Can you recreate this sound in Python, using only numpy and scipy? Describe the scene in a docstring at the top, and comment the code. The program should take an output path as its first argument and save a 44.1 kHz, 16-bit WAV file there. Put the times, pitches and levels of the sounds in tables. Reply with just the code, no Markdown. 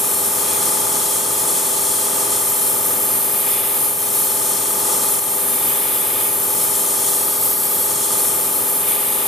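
"""Surface grinder with coolant mist

A small workshop, a stereo microphone close to the machine. The spindle hums and throbs once a turn.
A jet of air and coolant hisses at the steel chuck, which mirrors the hiss into a comb of peaks. As the
table travels, the jet splashes on the flat chuck or blows hollowly across the edge of the bar.
The hiss surges now and then, the drone swells slowly, and a few times the whole sound dips."""
import sys
import numpy as np
from scipy import signal
from scipy.fft import rfft, irfft, next_fast_len
from scipy.io import wavfile
from scipy.ndimage import map_coordinates

SR = 44100
rng = np.random.default_rng(int(sys.argv[2]) if len(sys.argv) > 2 else 0)


def inscribe(sig):
    """Save sig as 16-bit PCM at rate SR to the path in sys.argv[1].

    A 1-D sig is mono; a 2-D sig holds one channel per row.
    Samples are clipped to [-1, 1] before scaling.
    """
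    pcm = np.round(np.clip(np.atleast_2d(sig).T, -1, 1) * 32767)
    wavfile.write(sys.argv[1], SR, pcm.astype(np.int16))


N = 408807

# How alike the drone is at the two capsules. Each row: frequency in Hz, likeness from 0 to 1.
LIKENESS = [(100, 0.98), (300, 0.94), (600, 0.64), (1000, 0.13), (2000, 0.091), (5000, 0.1)]
BAR_ONSET, JET_WANDER = 0.054, 0.04  # both as shares of the table's full travel


def amp(db):
    """Decibels to gain."""
    return 10 ** (np.asarray(db) / 20)


def unit(x):
    """Scale to rms 1."""
    return x / np.sqrt(np.mean(x ** 2) + 1e-20)


def along(points, hz):
    """Read (Hz, value) points on a log frequency axis."""
    point_hz, values = np.transpose(points)
    return np.interp(np.log(hz + 1), np.log(point_hz + 1), values)


def bell(x, centre, width):
    """A smooth hump of height 1; width is its half width at 1/e."""
    return np.exp(-((x - centre) / width) ** 2)


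def wobble(rate):
    """A smooth random curve, rate knots a second."""
    return map_coordinates(rng.standard_normal(int(N * rate / SR) + 4), [np.arange(N) * rate / SR])


def filtered(x, response):
    """Filter x by a complex response, given as a function of Hz."""
    size = next_fast_len(N + SR // 2)
    return irfft(rfft(x, size) * response(np.fft.rfftfreq(size, 1 / SR)), size)[..., :N]


def rush(colour, channels=3):
    """Unrelated noises of rms 1, coloured by (Hz, dB) points."""
    size = next_fast_len(N)
    hz = np.fft.rfftfreq(size, 1 / SR)
    real, imaginary = rng.standard_normal((2, channels, len(hz)))
    return unit(irfft((real + 1j * imaginary) * amp(along(colour, hz)), size)[:, :N])


def travel():
    """The table's position at every sample, cranked to and fro by hand."""
    # Each row: time in seconds, position from 0 (far left) to 1 (far right).
    path = [(0, 0.51), (.2, 0.56), (.45, .31), (1.1, 0.31), (2.3, 0.29), (2.5, 0.56), (3.05, 0.7),
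            (3.55, .92), (3.8, 0.85), (4.1, 0.6), (4.4, 0.48), (4.72, 0.16), (5, 0.37), (5.25, 0.62),
            (5.5, 0.83), (5.75, 0.87), (6, 0.92), (6.25, 0.88), (6.5, 0.61), (7, 0.4), (7.25, 0.1),
            (7.6, 0.036), (7.85, 0.13), (7.97, 0.32), (8.12, .35), (8.25, 0.56), (8.6, 0.71), (8.9, 0.87),
            (9.27, .92)]
    return np.interp(np.arange(N) / SR, *np.transpose(path))


def aim(chuck_at=0.306, left_db_per_travel=24, right_db_per_travel=14.5):
    """How squarely the jet meets the flat chuck: in dB below the best aim, and as a share of the power."""
    offset = travel() - chuck_at
    miss_db = np.maximum(-left_db_per_travel * offset, right_db_per_travel * offset)
    return miss_db, amp(-miss_db) ** 2


def spindle(turn_hz=20.588, skew_rad=1.24, slip_turns=0.00041):
    """The shaft's unbalance knocks every turn; the castings smear it into a throbbing stack of lines."""
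    # Each row: multiple of the turn rate (rounded in use), relative mid level in dB, side level in dB.
    strong_lines = [(3, -61, -77), (5, -57, -66), (8, -51, -72), (12, -47, -70), (14, -49.5, -73),
                    (15, -54, -53), (16, -50.5, -51), (17, -46, -64), (18, -45.5, -69), (19, -43.5, -45.5),
                    (20, -37, -54), (21, -52, -64), (22, -66.5, -63), (24, -44, -54), (25, -42.5, -60),
                    (26, -47.5, -48), (27, -47.5, -54), (28, -47.5, -58), (31, -46.5, -62),
                    (32, -43.5, -61), (39, -46.5, -61), (40, -42, -41), (41, -61, -57), (42, -37, -49),
                    (43, -42.5, -53), (44, -48, -53), (46, -50.5, -58), (48, -46, -40), (50, -59, -45),
                    (56, -49.5, -45), (58, -42, -43.5), (59, -42.5, -55), (60, -47, -42), (61, -58.5, -51),
                    (62, -48, -45), (61.4, -51.5, -53), (64, -53.5, -57)]
    # The lines between them. 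Each row: frequency in Hz, relative level per line in dB.
    weak_lines = [(20, -100), (80, -82), (180, -57), (680, -53), (760, -59), (950, -49.5), (1100, -55.5),
                  (1350, -62), (1480, -70), (1900, -60), (2100, -84)]
    # When each register of the castings answers the knock. Each row: frequency in Hz, lag in turns.
    answer_lag = [(200, .4), (340, .2), (410, .3), (450, .2), (520, .28), (700, .3), (900, .2), (1080, .4),
                  (1130, .9)]
    # How far they smear it. Each row: frequency in Hz, phase scatter in radians.
    smear = [(150, 1.8), (330, 1.3), (430, .8), (520, 1.1), (660, 1.5), (800, 2.1), (1050, 2.2), (1180, .7)]
    size = 4096  # samples in one turn
    orders = np.arange(size // 2 + 1)
    hz = orders * turn_hz
    mid = amp(along(weak_lines, hz)) * (hz < weak_lines[-1][0]) * (orders > 0)
    side = mid * amp(-3) * np.sqrt(1 - along(LIKENESS, hz) ** 2)
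    for order, mid_db, side_db in strong_lines:
        mid[round(order)], side[round(order)] = amp(mid_db), amp(side_db)
    lag_cycles = np.cumsum(along(answer_lag, hz))
    scatter_rad = along(smear, hz) * rng.standard_normal(len(orders))
    phase = np.exp(1j * (scatter_rad - 2 * np.pi * lag_cycles))
    # standing waves bring each line to the capsules out of step, louder on the left
    skew = np.exp(1j * (-1) ** orders * skew_rad)
    one_turn = irfft(phase * np.array([mid + side * skew, mid - side * skew]))
    turns = np.arange(N) / SR * turn_hz + slip_turns * wobble(12)
    throb = np.array([np.interp(turns, np.arange(size) / size, wave, period=1) for wave in one_turn])
    shake_db = .5 * wobble(28)
    return unit(throb * amp(shake_db))


def whining(throb, above_hz=750):
    """Twice the spindle's upper lines swell into a whine."""
    # Each row: peak time in seconds, half length in seconds, rise in dB.
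    whines = [(.78, .27, 1.3), (4.92, .2, 1.6)]
    t = np.arange(N) / SR
    rise_db = sum(db * bell(t, at, length) for at, length, db in whines)
    return throb + (amp(rise_db) - 1) * filtered(throb, lambda hz: hz > above_hz)


def frame():
    """Bearings and the wheel's wind rumble through the machine's castings."""
    # Each row: frequency in Hz, relative noise density in dB.
    rumble_colour = [(20, -33), (55, -28), (85, -7.5), (115, 3.5), (140, -5), (200, 2.5), (400, 0.2),
                     (505, 3.5), (580, -3), (780, -0.5), (862, 4), (930, -1), (1130, 0.2), (1200, 2.5),
                     (1280, 2), (1400, -0.5), (2600, -7), (6000, -20.5)]
    spread = lambda hz: np.arccos(along(LIKENESS, hz)) / 2
    rumble = rush(rumble_colour, channels=2)
    mid, side = filtered(rumble, lambda hz: np.array([np.cos(spread(hz)), np.sin(spread(hz))]))
    return unit(np.array([mid + side, mid - side]))


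def motor(hum_hz=118):
    """The motor's wavering electric hum."""
    waver_db = 1.8 * wobble(14)
    return unit(np.sin(2 * np.pi * hum_hz * np.arange(N) / SR) * amp(waver_db))


def drone(reflected_db=0.82, growth_db_per_s=0.04):
    """Spindle, frame and motor swell together, a little louder when the chuck reflects them."""
    # Each row: peak time in seconds, half length in seconds, rise in dB.
    swells = [(.74, 0.54, 1.7), (1.464, 0.24, 1.4), (2.2, 0.16, 2), (3.02, 0.23, 1.5), (4.92, 0.15, 1),
              (8.145, 0.058, 1)]
    t = np.arange(N) / SR
    _, on_chuck = aim()
    swell_db = sum(db * bell(t, at, length) for at, length, db in swells) + .25 * wobble(8.6)
    level_db = -29.5 + reflected_db * on_chuck + growth_db_per_s * (t - t.mean()) + swell_db
    lean_left = amp([[.6], [-.6]])
    body = whining(spindle()) + amp(-4) * frame() * lean_left + amp(-24.5) * motor()
    return amp(level_db) * body


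def jet(bar_at=0.72, bar_shadow_db=5, edge_at=0.9, spray_caught_db=5, spray_fade_db_per_s=0.02):
    """Air and droplets hiss and sputter on whatever lies under the nozzle: three unrelated copies."""
    # The jet's five noises. Each row: frequency in Hz, relative noise density in dB.
    nozzle_colour = [(1500, -31), (3300, -15.5), (4500, -11.5), (6000, -11), (7500, -7.5), (8500, -3),
                     (9700, 2.5), (10900, 3.5), (12000, -10), (13300, -4), (15300, -17)]
    spray_colour = [(8000, -33.5), (10500, -9), (11700, 4.5), (12600, 5), (13300, -1.5), (13800, 0),
                    (14300, -4), (15000, -6), (15350, -18)]
    splash_colour = [(1800, -31), (2750, -16.5), (3250, -4), (3900, -9), (4450, -7.5), (4900, -9.5),
                     (5400, -3), (5950, -3.5), (6600, -1), (7600, 1), (8700, 4.5), (9800, 4), (11000, -24),
                     (15300, -28)]
    edge_colour = [(1000, -15), (1700, -4), (2450, 4), (2900, 1.5), (3500, 6), (4400, -6), (5300, -3),
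                   (7000, -33)]
    whistle_colour = [(3600, -36), (4200, -16), (5400, -18), (6000, -36), (11800, -22), (12500, 1),
                      (12800, 5), (13200, -7), (13800, -5), (14200, -25)]
    # Surges of the hiss and rasps of the edge noise. Each row: peak time in seconds, rise in dB.
    surges = [(.7, 1), (2.66, 1.5), (3.18, 1.7), (3.51, 0.8), (3.83, 2), (4.18, 2), (5.08, 1.5),
              (5.52, 0.5), (5.69, 1.5), (6.64, 2), (7.14, 1.5), (7.46, 1.5), (7.79, 0.5), (8.21, 1.7),
              (8.9, 1.5)]
    rasps = [(.51, 6.5), (3.53, 2), (5.72, 1.5), (6.15, 0.5), (8.91, 3.3)]
    t = np.arange(N) / SR
    position = travel()
    miss_db, on_chuck = aim()
    sputter_db = 0.35 * wobble(35)
    flow_db = sputter_db + 0.27 * wobble(11) + sum(db * bell(t, at, 0.054) for at, db in surges)
    nozzle = amp(-24 + flow_db) * rush(nozzle_colour)
    # the chuck catches the fine spray
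    spray_loss_db = spray_caught_db * on_chuck + spray_fade_db_per_s * (t - t.mean())
    spray = amp(-23.5 + flow_db - spray_loss_db) * rush(spray_colour)
    # a broad splash on the flat chuck, blocked in part when the bar cuts in
    on_bar = .5 + .5 * np.tanh((position - bar_at) / BAR_ONSET)
    splatter_db = sputter_db + 0.65 * wobble(18)
    splash = amp(-24.5 - miss_db - bar_shadow_db * on_bar + splatter_db) * rush(splash_colour)
    # a hollow blowing that grows as the bar's edge comes near
    near_db = 3 * (position - .5) + 6 * bell(position, edge_at, 0.067)
    rasp_db = sum(db * bell(t, at, 0.077) for at, db in rasps)
    edge = amp(-43 + near_db + rasp_db) * rush(edge_colour)
    # an airy whistle at the far left of the travel
    whistle = amp(-26.5 + flow_db) * bell(position, 0, 0.16) * rush(whistle_colour)
    return nozzle + spray + splash + edge + whistle


def near_echoes(direct, patterns=7, first_echo_s=0.0014, t60_s=0.045):
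    """Short echoes off the machine's near faces; their resonances shift as the table travels."""
    t = np.arange(SR // 25) / SR
    tails = rng.standard_normal((patterns, 2, len(t))) * amp(-60 * t / t60_s) * (t > first_echo_s)
    tails /= np.linalg.norm(tails, axis=2, keepdims=True)
    steady = np.pad(direct, (len(t), 0), mode="reflect")  # the room is already full of sound
    echoes = signal.oaconvolve(steady[None, None], tails, axes=2)[..., len(t):len(t) + N]
    # one pattern for each stretch of the travel; the wandering jet blurs the place
    place = np.clip(travel() + JET_WANDER * wobble(6), 0, 1) * (patterns - 1)
    shares = np.clip(1 - abs(place - np.arange(patterns)[:, None]), 0, 1)
    return np.einsum("kn,kcn->cn", np.sqrt(shares), echoes)


def workshop(direct, far_pair):
    """The machine scatters the hiss from close by; the room returns an unrelated copy to each capsule."""
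    # Each row: frequency in Hz, the near faces' share of the scattered power from 0 to 1.
    near_share = [(2000, 0.45), (3300, .7), (5500, 0.95), (8000, .5), (12000, .6)]
    # Each row: frequency in Hz, scattered level in dB against the direct hiss.
    scatter_level = [(2000, 1.5), (3300, -5), (4500, -3), (5800, -6), (7000, -3.5), (9000, -5), (10800, -4),
                     (12000, -2), (14600, 0)]
    near = filtered(near_echoes(direct), lambda hz: np.sqrt(along(near_share, hz)))
    far = filtered(far_pair, lambda hz: np.sqrt(1 - along(near_share, hz)))
    return filtered(near + far, lambda hz: amp(along(scatter_level, hz)))


def chuck_bounce(direct, stretch_per_travel=0.023):
    """The echo off the chuck: with the direct hiss, a comb whose peaks sink as the table moves right."""
    # Each row: frequency in Hz, left and right peak spacing in Hz with the table at far left.
    comb = [(3300, 1110, 1064), (6500, 1085, 1100), (8700, 1099, 1072), (10800, 1088, 1050),
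            (12800, 1080, 1076), (15000, 970, 1200)]
    # Each row: frequency in Hz, left and right echo level in dB against the direct hiss.
    strength = [(1800, -32, -32), (2700, -12, -13), (3700, -18, -20), (4870, -8, -12), (5670, -19, -11),
                (6600, -11, -18), (8000, -6, -7.5), (10000, -6, -13), (12200, -4, -14), (15000, -5, -14)]
    comb_hz, *spacings_hz = np.transpose(comb)
    band_hz, *levels_db = np.transpose(strength)
    drift_samples = SR / np.mean(spacings_hz) * stretch_per_travel * (travel() + JET_WANDER * wobble(10))
    bounce = map_coordinates(direct, [np.arange(N) - drift_samples], order=3)
    delay_s = lambda hz: 1 / np.array([np.interp(hz, comb_hz, spacing) for spacing in spacings_hz])
    gain = lambda hz: amp([np.interp(hz, band_hz, db) for db in levels_db])
    return filtered(bounce, lambda hz: gain(hz) * np.exp(-2j * np.pi * hz * delay_s(hz)))


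def bar_notches(hiss):
    """As the bar slides under the jet, its echo cancels narrow bands of the hiss."""
    # Each row: centre in Hz, half width in Hz, full depth in dB, table position where it sets in.
    notches = [(4200, 100, 8, 0.83), (4720, 100, 9, 0.46), (5550, 140, 11, 0.7)]
    centre_hz, width_hz, depth_db, start = np.transpose(notches)[:, :, None, None]
    engaged = .5 + .5 * np.tanh((travel() - start) / BAR_ONSET)
    cancelled = filtered(hiss, lambda hz: (1 - amp(-depth_db)) * bell(hz, centre_hz, width_hz))
    return hiss - np.sum(engaged * cancelled, axis=0)


def at_capsules(hiss):
    """The hiss leans mostly left, and some bands reach the capsules more out of step than others."""
    # Each row: frequency in Hz, gain of the side signal in dB.
    width = [(2900, 1), (3300, -5), (3800, 2.5), (5000, 1.5), (6050, -6), (6600, 2.5), (8800, 0.5),
             (9400, 4), (10000, -2), (10500, -10), (11100, 12.5), (11600, -3), (12100, 0.5), (12700, -8),
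             (13300, 4), (13850, 2), (14450, 8), (15000, 0)]
    # Each row: frequency in Hz, left minus right in dB.
    lean = [(2000, 4.5), (3500, -0.5), (6000, 1), (7500, -0.5), (8700, 2), (11000, 0), (13000, 1),
            (15000, -2)]
    mid = (hiss[0] + hiss[1]) / 2
    side = filtered((hiss[0] - hiss[1]) / 2, lambda hz: amp(along(width, hz)))
    balance = lambda hz: amp(along(lean, hz) * np.array([[.5], [-.5]]))
    return filtered(np.array([mid + side, mid - side]), balance)


def mist():
    """The coolant jet reaches the microphone directly, off the chuck and by way of the workshop."""
    direct, *far_pair = jet()
    scattered = workshop(direct, np.array(far_pair))
    hiss = direct + chuck_bounce(direct) + scattered
    return at_capsules(bar_notches(hiss))


def dip_gain():
    """Now and then the whole sound drops briefly and swells back."""
    # Each row: lowest point in seconds, depth in dB, fall and recovery time constants in seconds.
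    dips = [(1.22, 1.3, .1, 0.12), (3.96, 3, 0.061, 0.092), (5.197, 3, 0.0018, 0.097),
            (7.56, 1.5, .04, 0.087), (8.03, 0.5, .05, .06)]
    t = np.arange(N) / SR
    drop_db = sum(db * np.exp(-np.maximum((at - t) / fall, (t - at) / recovery))
                  for at, db, fall, recovery in dips)
    return amp(-drop_db)


def scene():
    """The running grinder and its coolant jet, from close by."""
    return (drone() + mist()) * dip_gain()


def record(dry):
    """The camera's microphone keeps nothing above its band limit."""
    top_hz = 15380
    return filtered(dry, lambda hz: hz < top_hz)


dry = scene()
out = record(dry)
inscribe(out)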